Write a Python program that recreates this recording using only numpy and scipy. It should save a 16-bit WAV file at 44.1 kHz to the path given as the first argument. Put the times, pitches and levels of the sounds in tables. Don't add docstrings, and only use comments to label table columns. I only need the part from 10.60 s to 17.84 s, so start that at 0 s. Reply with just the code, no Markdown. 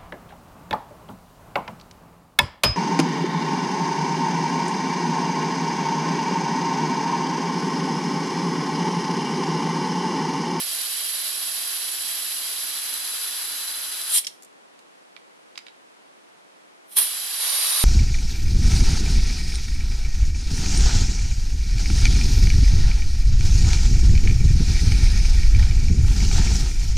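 import sys
import numpy as np
from scipy import signal
from scipy.fft import rfft, irfft
from scipy.io import wavfile

SR = 44100
rng = np.random.default_rng(int(sys.argv[2]) if len(sys.argv) > 2 else 0)


def put_to_file(sound):
    columns = np.atleast_2d(sound).T
    safe = np.clip(columns, -1, 1)
    whole_steps = np.round(safe * 32767)
    wavfile.write(sys.argv[1], SR, whole_steps.astype(np.int16))


N = 319284
TIME = np.arange(N) / SR
FREQ = np.fft.rfftfreq(N, 1 / SR)
SIDES = np.array([[1], [-1]])
TOP_HZ = 13150
PULL_OPEN_S, PULL_SHUT_S, SHUTTING_DB_PER_S = 3.554, 3.588, 899.5
SEEP_S = 6.322


def undb(db):
    return 10 ** (np.asarray(db) / 20)


def unit(x):
    return x / np.sqrt(np.mean(x ** 2))


def over_hz(points):
    hz, value = np.transpose(points)
    return np.interp(np.log(FREQ + 1), np.log(hz), value)


def noise(gain):
    return unit(irfft(rfft(rng.standard_normal(N)) * gain, N))


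def walk(rate_hz):
    return noise(1 / (1 + (FREQ / rate_hz) ** 2))


def ease(s, takes_s):
    progress = np.clip((TIME - s) / takes_s + .5, 0, 1)
    return (1 + np.sin(np.pi * progress - np.pi / 2)) / 2


def burst(open_s, close_s, rise_db_per_s, fall_db_per_s):
    early = np.maximum(open_s - TIME, 0)
    late = np.maximum(TIME - close_s, 0)
    return undb(-rise_db_per_s * early - fall_db_per_s * late)


def decay(t, t60):
    return np.exp(-np.log(1000) * t / t60)


def fade(s, t60):
    return (TIME >= s) * decay(np.maximum(TIME - s, 0), t60)


def pan(left_minus_right_db):
    return undb(SIDES * left_minus_right_db / 2)


# (frequency [Hz], relative level [dB])
SEATED_COLOUR = [(100, -47.5), (160, -30.5), (250, -18), (500, -17.5), (1000, -15), (2200, -5.5),
                 (3200, 0.5), (6000, -8), (9000, -7.5), (11500, -11.5), (12700, -4.5), (13100, -18)]
# (frequency [Hz], width [Hz], lift [dB])
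SEATED_CAVITIES = [(714, 250, 8), (1086, 204, 7.5), (1650, 470, 5.5), (3090, 90.0, 1), (3230, 140.0, 3),
                   (4010, 370, 6.5), (4310, 75, 6.5), (4750, 140.0, 9), (4990, 450, 5), (5500, 310, 7),
                   (6300, 590, 5.5), (7120, 190, 6), (7890, 530, 10.5), (9520, 360, 16.5), (10400, 60.0, 3),
                   (10070, 150.0, 6.5), (10307, 360, 19), (10740, 240.0, 12), (10807, 88, 12.0),
                   (11170, 150.0, 14.5), (11590, 400, 20.5), (12140, 230, 8), (12440, 170.0, 11.5)]
# (frequency [Hz], relative level [dB])
LEANING_COLOUR = [(100, -48), (160, -33), (250, -14), (500, -14.5), (1000, -6.5), (2200, -5), (3200, 0.5),
                  (6000, -5), (9000, -7.5), (11500, -2.5), (12700, -6), (13100, -5)]
# (frequency [Hz], width [Hz], lift [dB])
LEANING_CAVITIES = [(1560, 800, 4.5), (3360, 110, 3.12), (3825, 91, 4.8), (4065, 150.0, 9.9),
                    (4440, 200, 2.6), (4790, 90.0, 6.1), (4980, 140, 9.6), (5780, 290.0, 4.0),
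                    (6310, 130, 5.6), (7760, 534, 7.9), (9380, 250, 8.7), (9900, 170.0, 12.2),
                    (10170, 200, 17), (10330, 260, 3.9), (10900, 560, 3.1), (10950, 141, 10.8),
                    (11640, 300, 8.9), (12251, 200.0, 9.74)]
# (frequency [Hz], relative level [dB])
PUSHED_COLOUR = [(130, -57), (250, -20.5), (500, -6.5), (1000, -1.5), (2200, 0.5), (4500, 1.2),
                 (6600, -8.5), (8200, -19), (9000, -11), (11500, -1.1), (12700, -2.5), (13100, -14)]
# (frequency [Hz], width [Hz], lift [dB])
PUSHED_CAVITIES = [(1100, 130, 4.6), (3300, 830, 3.5), (3920, 360, 8.3), (4770, 280, 10.3),
                   (5620, 270, 12.5), (6400, 503, 6.5), (7130, 560, 13.6), (7870, 600.0, 8.5),
                   (8510, 600.0, 17), (8850, 270, 8.3), (9335, 223, 20), (9540, 180, 17.9),
                   (10160, 540, 17.2), (10730, 300, 13.4), (11350, 180.0, 11), (11630, 380, 11),
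                   (12500, 250.0, 12)]
FIRST_DB, SAG_DB_PER_S = -28.5, 0.51
CREEP_PER_S, TIP_S, TIP_TAKES_S = 0.16, 2.14, 0.46
SEATED_S, SEATING_TAKES_S, SECOND_DB, BUILD_DB_PER_S = 6.44, 0.039, -31.0, 4
HOME_S, HOME_TAKES_S, HOME_DB = 6.815, 0.18, 5.5


def leak(flutter_db=0.5, upright_pan_db=0.6, lean_pan_db=1.5, push_pan_db=0.3, second_lean=0.28):
    tip = ease(TIP_S, TIP_TAKES_S) * (1 - CREEP_PER_S * PULL_OPEN_S)
    first_lean = CREEP_PER_S * TIME + tip
    lean = np.clip(np.where(TIME < SEEP_S, first_lean, second_lean), 0, 1)
    push = ease(HOME_S, HOME_TAKES_S)
    upright = jet(SEATED_COLOUR, SEATED_CAVITIES) * pan(upright_pan_db)
    leaning = jet(LEANING_COLOUR, LEANING_CAVITIES) * pan(lean_pan_db)
    pushed = jet(PUSHED_COLOUR, PUSHED_CAVITIES) * pan(push_pan_db)
    seated = np.sqrt(1 - lean) * upright + np.sqrt(lean) * leaning
    gas = np.sqrt(1 - push) * seated + np.sqrt(push) * pushed
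    first = undb(FIRST_DB - SAG_DB_PER_S * TIME) * burst(0, PULL_OPEN_S, 0, SHUTTING_DB_PER_S)
    second_db = SECOND_DB + BUILD_DB_PER_S * (TIME - SEATED_S) + HOME_DB * push
    second = undb(second_db) * ease(SEATED_S, SEATING_TAKES_S)
    return gas * (first + second) * undb(flutter_db * walk(rate_hz=22))


# (frequency [Hz], relative level [dB])
PULL_COLOUR = [(130, -44), (400, -24), (900, -9.5), (1400, -16.5), (1900, -8), (3700, 1.5), (4800, -3),
               (6500, -6), (7600, 3), (9000, -1), (12000, -3), (13100, -17)]
# (frequency [Hz], relative level [dB])
ENTRY_COLOUR = [(130, -36), (300, -10.5), (800, -3.5), (1500, -3), (3000, 0.5), (4500, 1), (6800, -4.5),
                (9000, -0.5), (12000, 2), (13100, -4)]
# (frequency [Hz], width [Hz], lift [dB])
GAP_CAVITIES = [(3250, 400, 6), (4055, 280.0, 7), (5600, 300, 6), (7480, 800.0, 4), (8700, 400, 14),
                (9660, 680, 14), (10400, 330.0, 3.9), (10520, 570, 11.3), (11270, 560, 10.6),
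                (12160, 510, 13)]
PULL_DB, OPENING_DB_PER_S, EMPTYING_DB_PER_S = -16, 340.5, 75.5
DRAIN_DB, DRAIN_T60_S = -40.5, 0.42
SEEP_DB, SEEP_RISE_DB_PER_S = -42, 518
ENTRY_OPEN_S, ENTRY_SEATING_S, ENTRY_DB = 6.369, 6.384, -16.5
BURST_DB_PER_S, SEATING_DB_PER_S = 2000, 141


def spurts(pull_pan_db=1.1, entry_pan_db=0.7, sputter_db=1.0):
    pull = undb(PULL_DB) * burst(PULL_OPEN_S, PULL_OPEN_S, OPENING_DB_PER_S, EMPTYING_DB_PER_S)
    pull = pull * burst(0, PULL_SHUT_S, 0, SHUTTING_DB_PER_S)
    drain = undb(DRAIN_DB) * fade(PULL_SHUT_S, DRAIN_T60_S)
    seep = undb(SEEP_DB) * burst(SEEP_S, ENTRY_OPEN_S, SEEP_RISE_DB_PER_S, SEATING_DB_PER_S)
    entry = undb(ENTRY_DB) * burst(ENTRY_OPEN_S, ENTRY_SEATING_S, BURST_DB_PER_S, SEATING_DB_PER_S)
    leaving = jet(PULL_COLOUR, GAP_CAVITIES) * np.hypot(pull, drain) * pan(pull_pan_db)
    entering = jet(ENTRY_COLOUR, GAP_CAVITIES) * np.hypot(seep, entry) * pan(entry_pan_db)
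    return (leaving + entering) * undb(sputter_db * walk(rate_hz=90))


# (frequency [Hz], likeness setting [no unit])
LIKENESS = [(300, 1.5), (700, 1.2), (1400, .62), (3200, 0.5), (6500, 0.1), (10500, 0.45)]
# (frequency [Hz], left minus right [dB])
BALANCE = [(250, -5.5), (700, -2), (1500, -2.5), (3400, -5.5), (6500, -1.6), (10500, -1.5), (12300, -3.5)]


def jet(colour, cavities, scatter=.45):
    db = over_hz(colour)
    for hz, width, lift in cavities:
        db = db + lift / (1 + (2 * (FREQ - hz) / width) ** 2)
    mid, stray = rfft(rng.standard_normal((2, N))) * undb(db)
    near_echoes = rng.standard_normal(N) * fade(.002, .035)
    turned = mid * np.exp(1j * np.angle(rfft(near_echoes)))
    side = (turned + scatter * stray) / np.hypot(1, scatter)
    likeness = np.clip(over_hz(LIKENESS), -.9, .9)
    pair = mid + SIDES * side * np.sqrt((1 - likeness) / (1 + likeness))
    return irfft(pair * pan(over_hz(BALANCE)), N) / np.std(irfft(mid, N))


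# (time [s], level [dB], pitch [Hz])
DROPS = [(.148, -21, 10300), (.215, -24, 10300), (2.339, -21, 10200), (3.414, -26, 10000),
         (3.823, -41, 7600), (3.832, -40, 7800), (3.847, -42, 7800)]


def spits(width_hz=2600, t60=0.032):
    out = np.zeros((2, N))
    for s, db, hz in DROPS:
        band = 1 / np.hypot(1, (FREQ - hz ** 2 / (FREQ + 1)) / width_hz)
        puff = np.array([noise(band), noise(band)])
        out += undb(db) * fade(s, t60) * puff
    return out


# (time [s], level [dB], left minus right [dB], treble edge [Hz], favoured ring [Hz])
VALVE_SNAPS = [(3.5818, -16, -5, 6000, 5530), (3.6468, -26.5, -4, 8000, 5450),
               (3.6684, -19, -2, 9000, 5270), (3.6712, -24.5, -4.5, 9000, 4200)]
# (frequency [Hz], relative level [dB], time to fall 60 dB [s])
VALVE_RING = [(2640, -11.5, 0.018), (3188, 2.5, 0.018), (4360, -1.5, 0.0088), (4560, -6.5, 0.018),
              (4800, -9.5, 0.016), (5430, 2.5, 0.029), (5520, -0.5, 0.02), (8100, -4, .018),
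              (9500, -10, .014), (10910, -14.5, .014)]


def valve_snaps():
    return knocks(VALVE_SNAPS, VALVE_RING, crack_db=-1.0, crack_t60=0.046, low_hz=2500)


# (time [s], level [dB], left minus right [dB], treble edge [Hz], favoured ring [Hz])
NOZZLE_TAPS = [(3.641, -41, -9, 4500, 2300), (4.1912, -48, -10, 9020, 3200),
               (4.5646, -36.5, -12, 4160, 2300), (4.9565, -38, -6, 5000, 3300),
               (4.9757, -29.5, -2, 5800, 5000), (4.9776, -27.5, -4, 6550, 4500),
               (5.067, -35.5, -10, 4000, 3700), (5.0832, -37, -9, 4100, 3800)]
# (frequency [Hz], relative level [dB], time to fall 60 dB [s])
BASE_RING = [(1400, -20, 0.0044), (1970, -5, 0.016), (2330, 1, 0.023), (2800, 5, 0.0091), (3240, -1, 0.011),
             (3830, 2, 0.017), (4370, -3, 0.015), (4880, 4, 0.016), (5500, -11, 0.0082)]


def nozzle_taps():
    return knocks(rebounding(NOZZLE_TAPS), BASE_RING, crack_db=1.0, crack_t60=0.027, low_hz=1080)


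def rebounding(hits, first_gap_s=0.0072, gap_keep=0.7, loss_db=11, scatter=0.22, count=2):
    rows = []
    chances = rng.standard_normal((len(hits), count))
    for (s, db, *contact), chance in zip(hits, chances):
        gaps = first_gap_s * gap_keep ** np.arange(count) * np.exp(scatter * chance)
        delays = [0, *np.cumsum(gaps)]
        for k, late in enumerate(delays):
            rows.append((s + late, db - loss_db * k, *contact))
    return rows


def knocks(hits, modes, crack_db, crack_t60, low_hz, favour_db=5, favour_width_hz=350, size=8192):
    out = np.zeros((2, N + size))
    t = np.arange(size) / SR
    hz, mode_db, t60 = np.transpose(modes)[:, :, None]
    for s, db, pan_db, edge_hz, favoured_hz in hits:
        favour = favour_db / (1 + ((hz - favoured_hz) / favour_width_hz) ** 2)
        weight = undb(mode_db + favour)
        weight = weight / np.sqrt(np.sum(weight ** 2) / 2)
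        turns = rng.random((len(modes), 1)) + rng.random((2, len(modes), 1)) / 2
        waves = np.sin(2 * np.pi * (hz * t + turns))
        ring = np.sum(weight * waves * decay(t, t60), axis=1)
        crack = undb(crack_db) * rng.standard_normal((2, size)) * decay(t, crack_t60)
        band = [low_hz, min(edge_hz, TOP_HZ)]
        contact = signal.butter(2, band, "bandpass", fs=SR, output="sos")
        start = int(s * SR)
        out[:, start:start + size] += undb(db) * pan(pan_db) * signal.sosfilt(contact, ring + crack)
    return out[:, :N]


def room(x, wet_db=-13.0, t60=0.28, treble_t60=0.18, treble_hz=6500, gap_s=.005):
    echoes = rng.standard_normal((2, N))
    lows = irfft(rfft(echoes) / (1 + (FREQ / treble_hz) ** 4), N)
    tail = lows * fade(gap_s, t60) + (echoes - lows) * fade(gap_s, treble_t60)
    tail = tail[:, :SR // 2] / np.sqrt(np.sum(tail ** 2) / 2)
    return x + undb(wet_db) * signal.fftconvolve(x, tail, axes=1)[:, :N]


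# (frequency [Hz], relative level [dB])
SHARED_AIR = [(15, -59), (25, -14.5), (86, -27), (160, -5), (316, 1), (370, 2), (507, 1.5), (833, 0),
              (901, 0), (1410, -3.5), (2310, -5.5), (2570, -6.5), (5200, -12), (10500, -16.5),
              (13000, -28.5)]
# (frequency [Hz], relative level [dB])
OPPOSED_AIR = [(30, -34), (60, -24.5), (100, -30.5), (180, -10), (320, -3), (600, -3), (1100, -6),
               (2200, -12), (5000, -21.5), (10500, -28.5), (13000, -38.5)]


def room_noise(shared_db=-58, opposed_db=-52):
    shared = undb(shared_db) * noise(undb(over_hz(SHARED_AIR)))
    opposed = undb(opposed_db) * noise(undb(over_hz(OPPOSED_AIR)))
    return shared + SIDES * opposed


def scene():
    gas = leak() + spurts() + spits()
    handling = valve_snaps() + nozzle_taps()
    return room(gas + handling) + room_noise()


def record(dry):
    return signal.sosfilt(signal.ellip(10, .2, 80, TOP_HZ, fs=SR, output="sos"), dry)


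dry = scene()
out = record(dry)
put_to_file(out)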